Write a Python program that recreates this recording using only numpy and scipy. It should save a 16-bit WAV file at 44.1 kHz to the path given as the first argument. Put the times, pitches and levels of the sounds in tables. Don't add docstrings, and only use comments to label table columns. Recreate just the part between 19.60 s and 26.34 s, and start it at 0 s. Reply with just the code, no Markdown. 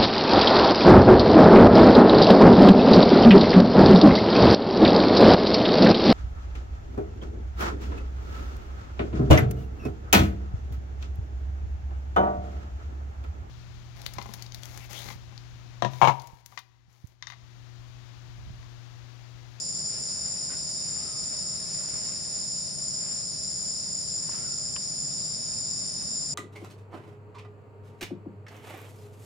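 import sys
import numpy as np
from scipy import signal
from scipy.fft import rfft, irfft
from scipy.io import wavfile
from scipy.ndimage import uniform_filter1d

SR = 44100
rng = np.random.default_rng(int(sys.argv[2]) if len(sys.argv) > 2 else 0)


def wrap_up_sound(samples):
    columns = np.atleast_2d(samples).T
    tamed = np.clip(columns, -1, 1)
    steps = np.round(tamed * 32767).astype(np.int16)
    wavfile.write(sys.argv[1], SR, steps)


N = 297234

# (frequency [Hz], relative density [dB])
RUMBLE_SPECTRUM = [(20, -16), (42, -33), (65, -8), (110, -3.5), (150, 2.5), (185, -0.5), (270, -9),
                   (500, -13.5), (620, -11), (700, -16), (1400, -22.5), (3000, -30), (6500, -20),
                   (10500, -56), (12500, -70)]
SWELL_SPECTRUM = [(70, -25), (120, 17), (200, 11), (240, 16), (290, 13), (380, -55)]
LEAF_SPECTRUM = [(400, 8), (800, 5), (1300, 4.5), (2000, 4), (3000, -0.5), (5000, -14), (9000, -48)]
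# (frequency [Hz], coherence [0-1])
RUMBLE_COHERENCE = [(60, 0.74), (170, 0.51), (300, 0.088), (600, 0.09), (1200, 0.027), (3000, 0.15),
                    (10000, .15)]
# (frequency [Hz], left minus right [dB])
RUMBLE_BALANCE = [(40, -1), (80, 10), (160, 3.5), (300, 0), (600, -2), (1200, -1.5), (3000, 1.5)]
# (frequency [Hz], lead of the left ear [rad])
RUMBLE_PHASE = [(40, 0.78), (130, 0.52), (260, -0.94), (950, -1.34), (1900, 0.037), (4000, -0.79)]
# (frequency [Hz], level [dB], left
# minus right [dB])
HUM_TONES = [(61.3, -73.5, 23), (74.7, -70.5, 14), (144.3, -64.5, 6), (363.4, -72, 5), (499, -74, -14),
             (595, -77, -7), (630, -66.5, -18)]
TRILL_LINES = [(4572, -64, -4), (4812, -54.5, -3.5), (4846, -59, 4), (4948, -58, 0), (5125, -55.5, 3),
               (5322, -56, 4), (5425, -55.5, 6), (5499, -59, 0), (5633, -60, -1), (5654, -62, 8),
               (5751, -63.5, -1)]
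# (centre time [s], half length [s], relative level [dB])
LEAF_RUSTLES = [(0.362, 0.031, -66), (0.65, 0.34, -64.5), (0.666, 0.0051, -65), (0.922, 0.018, -60.5),
                (1.402, 0.12, -62.5), (1.72, 0.074, -66), (2.307, 0.28, -61), (2.47, 0.017, -72),
                (2.74, 0.04, -69), (3.498, 0.072, -62), (4.28, 0.034, -75), (4.76, 0.089, -60.5),
                (5.93, .04, -67), (6.42, 0.014, -60)]
# (frequency [Hz], relative level [dB])
CREAK_MODES = [(1080, -8), (1490, 0), (1860, -8), (2450, -21)]
# (centre time [s], half length [s], pitch factor [ratio], level [dB])
CREAK_SLIPS = [(.903, .007, .99, -53), (.918, .006, .9, -53), (.935, .008, 1.01, -49.5)]
# (frequency [Hz], bandwidth [Hz], relative level [dB])
TWIG_MODES = [(600, 400, -14), (1090, 430, -6), (1700, 430, -8), (2780, 420, -3), (3880, 900, -11)]
# (time [s], level [dB], ring frequency [Hz], time to decay by 60 dB [s], left minus right [dB])
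TWIG_SNAPS = [(4.691, -38, 930, .024, 10), (4.742, -37, 1250, .016, 6), (5.158, -44, 1500, .016, -8),
              (5.162, -32.5, 2990, .024, 10), (5.165, -38, 1080, .02, 8), (5.175, -44, 1700, .016, 8),
              (5.932, -49, 2480, .03, -3), (6.414, -50, 1500, .03, -3)]
# (centre time [s], half length [s], pitch [Hz], glide [Hz/s], level [dB])
ANIMAL_CALLS = [(1.48, 0.1, 1262, -60, -57.5), (1.88, .17, 1275, 0, -65), (4.84, .1, 1335, 120, -57)]
# (start [s], end [s], pitch [Hz], level [dB], left minus right [dB])
TREE_CRICKET_NOTES = [(.8, 3.2, 3763, -68, 3), (.4, 3.1, 3806, -70.5, 3), (1.9, 3.2, 3994, -74, 2),
                      (1.6, 3.1, 4269, -66, 2), (1.7, 3.4, 4224, -68, 2), (2.1, 2.8, 4352, -66, 2),
                      (3.4, 4.7, 3915, -71, 2), (3.45, 4.35, 3994, -68.5, 2), (3.5, 4.4, 4272, -70, 2),
                      (3.5, 4.4, 4355, -69, 2), (5.4, 6.7, 3763, -67, 4), (5.6, 7, 3806, -72, 3)]
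# (frequency [Hz], relative density [dB])
KATYDID_SPECTRUM = [(6800, -27), (7600, -18.5), (8150, -9.5), (8450, -0.5), (9050, 1), (9450, 1),
                    (9950, -9.5), (10400, -12), (10900, -16.5), (11400, -25), (12000, -84)]
TRILL_SPECTRUM = [(3300, -29), (3800, -20.5), (4150, -19.5), (4550, -11.5), (4850, -3.5), (5150, -1),
                  (5400, 1), (5600, -8), (5800, -9.5), (6000, -17.5), (6300, -26), (6700, -34), (8000, -83)]
HIGH_SPECTRUM = [(5000, -63), (6200, -33), (6500, -16), (6680, -7), (6790, 0), (6850, 2), (6910, 9.5),
                 (7030, 9), (7120, 12), (7220, -13), (7300, -7), (7350, -13), (7500, -21), (7900, -22),
                 (9000, -80)]
# (wing resonance [Hz], stroke rate [1/s], rise time constant [s], relative level [dB],
# left minus right [dB], rms phase slip of a stroke [cycles])
KATYDID_WINGS = [(9070, 171, 0.00061, -50.5, 4.3, 0.46), (9360, 210, 0.00053, -58, 2.9, 0.17)]
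TRILL_WINGS = [(4932, 119.8, .0009, -47.5, -3, .015), (5308, 115.7, .0005, -44.5, 4, .015),
               (5162.5, 117.6, .001, -46.5, 3, .02), (5070, 141, .0014, -51, -3, .04),
               (5184, 148, .001, -48.5, -2, .05), (5028, 104, .0014, -49.5, -1.5, .02),
               (5517, 116.8, .0008, -53, -2, .02), (5364, 126, .0009, -52, -1, .12),
               (5083, 133, .0012, -50.5, -3, .03)]
NEIGHBOUR_WINGS = [(7005, 44.5, .002, -46, 2, .3), (6895, 51, .0025, -46.5, 1, .25)]
HIGH_WINGS = [(7042, 46.8, .0032, -38, 3, .15), (7148, 48.2, .0036, -37.6, -.5, .11),
              (7268, 43, .004, -48.5, 7, .3)]
# (start [s], end [s])
HIGH_PHRASE_TIMES = [
    [(-.1, .31), (.43, .88), (1.02, 1.38), (1.56, 1.95), (2.08, 2.52), (2.7, 3.06), (3.25, 3.68),
     (3.93, 4.42), (4.53, 5.06), (5.19, 5.67), (5.77, 6.2), (6.3, 6.85)],
    [(.04, .45), (.61, 1.02), (1.15, 1.45), (1.56, 1.96), (2.11, 2.5), (2.66, 3.0), (3.19, 3.61),
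     (3.76, 4.14), (4.29, 4.66), (4.8, 5.2), (5.37, 5.77), (5.92, 6.3), (6.46, 6.85)],
    [(-.1, .2), (.31, .64), (.83, 1.17), (1.32, 1.68), (1.83, 2.17), (2.35, 2.7), (2.87, 3.2), (3.4, 3.72),
     (3.89, 4.25), (4.41, 4.74), (4.94, 5.28), (5.42, 5.75), (5.97, 6.31), (6.47, 6.85)],
]

RUMBLE_DB, RUMBLE_RISE_DB_PER_S = -46.5, 0.2056
SWELL_PEAK_S, SWELL_HALF_S, SWELL_DB = 6.27, 1.18, -55
CREAK_WIDTH_HZ, RING_OVER_CRACK_DB = 110, -2
CALL_WANDER_HZ, CALL_WET_DB = 46.1, -1
PHRASE_FADE_S, PHRASE_ARCH_HZ = 0.059, 24
CUTOFF_HZ = 14600


def amp(db):
    return 10 ** (np.asarray(db) / 20)


def unit_rms(x):
    return x / np.sqrt(np.mean(x ** 2) + 1e-20)


def log_interp(points, hz):
    f, value = np.transpose(points)
    return np.interp(np.log(hz + 1), np.log(f + 1), value)


def pan(db):
    return amp(np.array([[.5], [-.5]]) * db)


def bell(centre_s, half_s):
    return np.exp(-((np.arange(N) / SR - centre_s) / half_s) ** 2 / 2)


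def drift(rate_hz):
    hz = np.fft.rfftfreq(N, 1 / SR)
    return unit_rms(irfft(rfft(rng.standard_normal(N)) * np.exp(-(hz / rate_hz) ** 2), N))


def cycles(hz):
    return np.cumsum(hz) / SR + rng.random()


def resonance(hz, centre_hz, width_hz):
    return 1 / (1 + (2 * (hz - centre_hz) / width_hz) ** 2)


def diffuse(spectrum, coherence, pan_db, lead_rad=0, ragged_db=0):
    hz = np.fft.rfftfreq(N, 1 / SR)
    shared, separate = rfft(rng.standard_normal((2, N)))
    left = shared * np.exp(1j * lead_rad)
    right = coherence * shared + np.sqrt(1 - coherence ** 2) * separate
    peaks = np.tanh(unit_rms(uniform_filter1d(rng.standard_normal(len(hz)), size=80)))
    colour = amp(log_interp(spectrum, hz) + ragged_db * peaks)
    return unit_rms(irfft(np.array([left, right]) * colour * pan(pan_db), N))


def forest(x, wet_db, t60=0.61):
    t = np.arange(SR // 2) / SR
    tail = rng.standard_normal((2, len(t))) * amp(-60 * t / t60) * (t > .003)
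    tail /= np.linalg.norm(tail, axis=1, keepdims=True)
    heard = x + amp(wet_db) * signal.fftconvolve(x, tail, axes=1)[:, :N]
    return heard * x.std(axis=1, keepdims=True) / heard.std(axis=1, keepdims=True)


def far_tones(rows, wander_hz, waver_db):
    out = np.zeros((2, N))
    for hz, db, pan_db in rows:
        tone = np.sin(2 * np.pi * cycles(hz + wander_hz * drift(8.6)))
        fading = amp(waver_db * np.array([drift(4.6), drift(0.56)]))
        out += pan(pan_db) * amp(db) * unit_rms(tone * fading)
    return out


def distant_rumble():
    hz = np.fft.rfftfreq(N, 1 / SR)
    rumble = diffuse(RUMBLE_SPECTRUM, coherence=log_interp(RUMBLE_COHERENCE, hz),
                     pan_db=log_interp(RUMBLE_BALANCE, hz), lead_rad=log_interp(RUMBLE_PHASE, hz))
    level_db = RUMBLE_DB + RUMBLE_RISE_DB_PER_S * np.arange(N) / SR
    swell = amp(SWELL_DB) * bell(SWELL_PEAK_S, SWELL_HALF_S)
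    return amp(level_db) * rumble + swell * diffuse(SWELL_SPECTRUM, coherence=0.35, pan_db=2.0)


def machine_hum():
    return far_tones(HUM_TONES, wander_hz=1.5, waver_db=1.2)


def leaves():
    stir = sum(amp(db) * bell(centre_s, half_s) for centre_s, half_s, db in LEAF_RUSTLES)
    grain = amp(1.5 * drift(110))
    return amp(8.5) * stir * diffuse(LEAF_SPECTRUM, coherence=0.54, pan_db=-2.0) * grain


def twig_creak():
    hz, out = np.fft.rfftfreq(N, 1 / SR), np.zeros(N)
    for centre_s, half_s, pitch, db in CREAK_SLIPS:
        body = sum(amp(mode_db) * resonance(hz, f * pitch, CREAK_WIDTH_HZ) for f, mode_db in CREAK_MODES)
        rasp = unit_rms(irfft(rfft(rng.standard_normal(N)) * body, N))
        out += amp(db) * bell(centre_s, half_s) * rasp
    return forest(pan(2) * out, wet_db=0, t60=0.22)


def twig_ticks():
    out, t = np.zeros((2, N)), np.arange(SR // 4) / SR
    hz = np.fft.rfftfreq(len(t), 1 / SR)
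    body = sum(amp(db) * resonance(hz, f, width_hz) for f, width_hz, db in TWIG_MODES)
    for start_s, db, ring_hz, t60, pan_db in TWIG_SNAPS:
        colour = body / (1 + (np.log2((hz + 1) / ring_hz) / .8) ** 4)
        shared, left, right = irfft(rfft(rng.standard_normal((3, len(t)))) * colour, len(t))
        crack = unit_rms(shared + 0.5 * np.array([left, right]))
        ring = amp(RING_OVER_CRACK_DB) * unit_rms(np.sin(2 * np.pi * ring_hz * t))
        envelope = amp(-60 * t / t60) * (1 - np.exp(-t / 0.0006))
        snap = amp(db) * pan(pan_db) * unit_rms(crack + ring) * envelope
        span = out[:, round(start_s * SR):][:, :len(t)]
        span += snap[:, :span.shape[1]]
    return out


def far_animal():
    t, out = np.arange(N) / SR, np.zeros((2, N))
    for centre_s, half_s, hz, glide, db in ANIMAL_CALLS:
        pitch = hz + glide * (t - centre_s) + CALL_WANDER_HZ * drift(41.9)
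        out += amp(db) * bell(centre_s, half_s) * unit_rms(np.sin(2 * np.pi * cycles(pitch)))
    return forest(out, wet_db=CALL_WET_DB, t60=0.9)


def tree_crickets():
    t, out = np.arange(N) / SR, np.zeros((2, N))
    for start, end, *voice in TREE_CRICKET_NOTES:
        singing = np.clip(np.minimum(t - start, end - t) / 0.14, 0, 1)
        out += singing * far_tones([voice], wander_hz=2, waver_db=2)
    return out


def stridulation(rows, rate_jitter, wander_hz, flutter_db, bend_hz=0):
    out = np.zeros((2, N))
    for hz, rate, rise_s, db, pan_db, slip in rows:
        strokes = cycles(rate * (1 + rate_jitter * drift(4.46)))
        progress = strokes % 1
        age_s = progress / rate
        release = (1 - progress ** 6) ** 2
        envelope = (age_s / rise_s) ** 2 * np.exp(-age_s / rise_s) * release
        catch, force = rng.standard_normal((2, N))[:, strokes.astype(int)]
        pitch = hz + bend_hz + wander_hz * drift(4)
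        wing = np.sin(2 * np.pi * (cycles(pitch) + slip * catch))
        out += pan(pan_db) * amp(db) * unit_rms(envelope * wing * amp(flutter_db * force))
    return out


def katydids():
    wings = stridulation(KATYDID_WINGS, rate_jitter=0.0071, wander_hz=60.4, flutter_db=3.5)
    near = forest(wings, wet_db=19.0)
    choir = diffuse(KATYDID_SPECTRUM, coherence=0.34, pan_db=0.2)
    return near + amp(-45.5) * choir * amp(0.61 * drift(24))


def trilling_crickets():
    wings = stridulation(TRILL_WINGS, rate_jitter=.003, wander_hz=2.8, flutter_db=1.5)
    near = amp(-1.4) * forest(wings, wet_db=-4.5)
    choir = diffuse(TRILL_SPECTRUM, coherence=0.3, pan_db=0.7, ragged_db=2)
    far = amp(-39.5) * choir * amp(.9 * drift(22))
    return near + far + far_tones(TRILL_LINES, wander_hz=2.5, waver_db=3)


def high_crickets():
    t, near = np.arange(N) / SR, np.zeros((2, N))
    for voice, phrases in zip(HIGH_WINGS, HIGH_PHRASE_TIMES):
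        singing, arch = np.zeros((2, N))
        for start, end in phrases:
            singing += np.clip(np.minimum(t - start, end - t) / PHRASE_FADE_S + .5, 0, 1)
            arch += np.sin(np.pi * np.clip((t - start) / (end - start), 0, 1))
        bend = PHRASE_ARCH_HZ * (arch - 2 / np.pi)
        near += singing * stridulation([voice], rate_jitter=.03, wander_hz=7, flutter_db=.7, bend_hz=bend)
    wings = stridulation(NEIGHBOUR_WINGS, rate_jitter=.016, wander_hz=12, flutter_db=1)
    neighbours = forest(wings, wet_db=1.5)
    far = amp(-40.5) * diffuse(HIGH_SPECTRUM, coherence=0.11, pan_db=1.5)
    song = forest(near, wet_db=2, t60=.22) + neighbours + far
    octave = signal.sosfilt(signal.butter(4, 10000, "high", fs=SR, output="sos"), song ** 2)
    return song + amp(-79.0) * unit_rms(octave)


def scene():
    insects = trilling_crickets() + high_crickets() + katydids() + tree_crickets()
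    return insects + distant_rumble() + machine_hum() + leaves() + twig_ticks() + twig_creak() + far_animal()


def record(dry):
    lowpass = signal.firwin(511, CUTOFF_HZ, window=("kaiser", 9), fs=SR)
    return signal.oaconvolve(dry, lowpass[None], "same")


dry = scene()
out = record(dry)
wrap_up_sound(out)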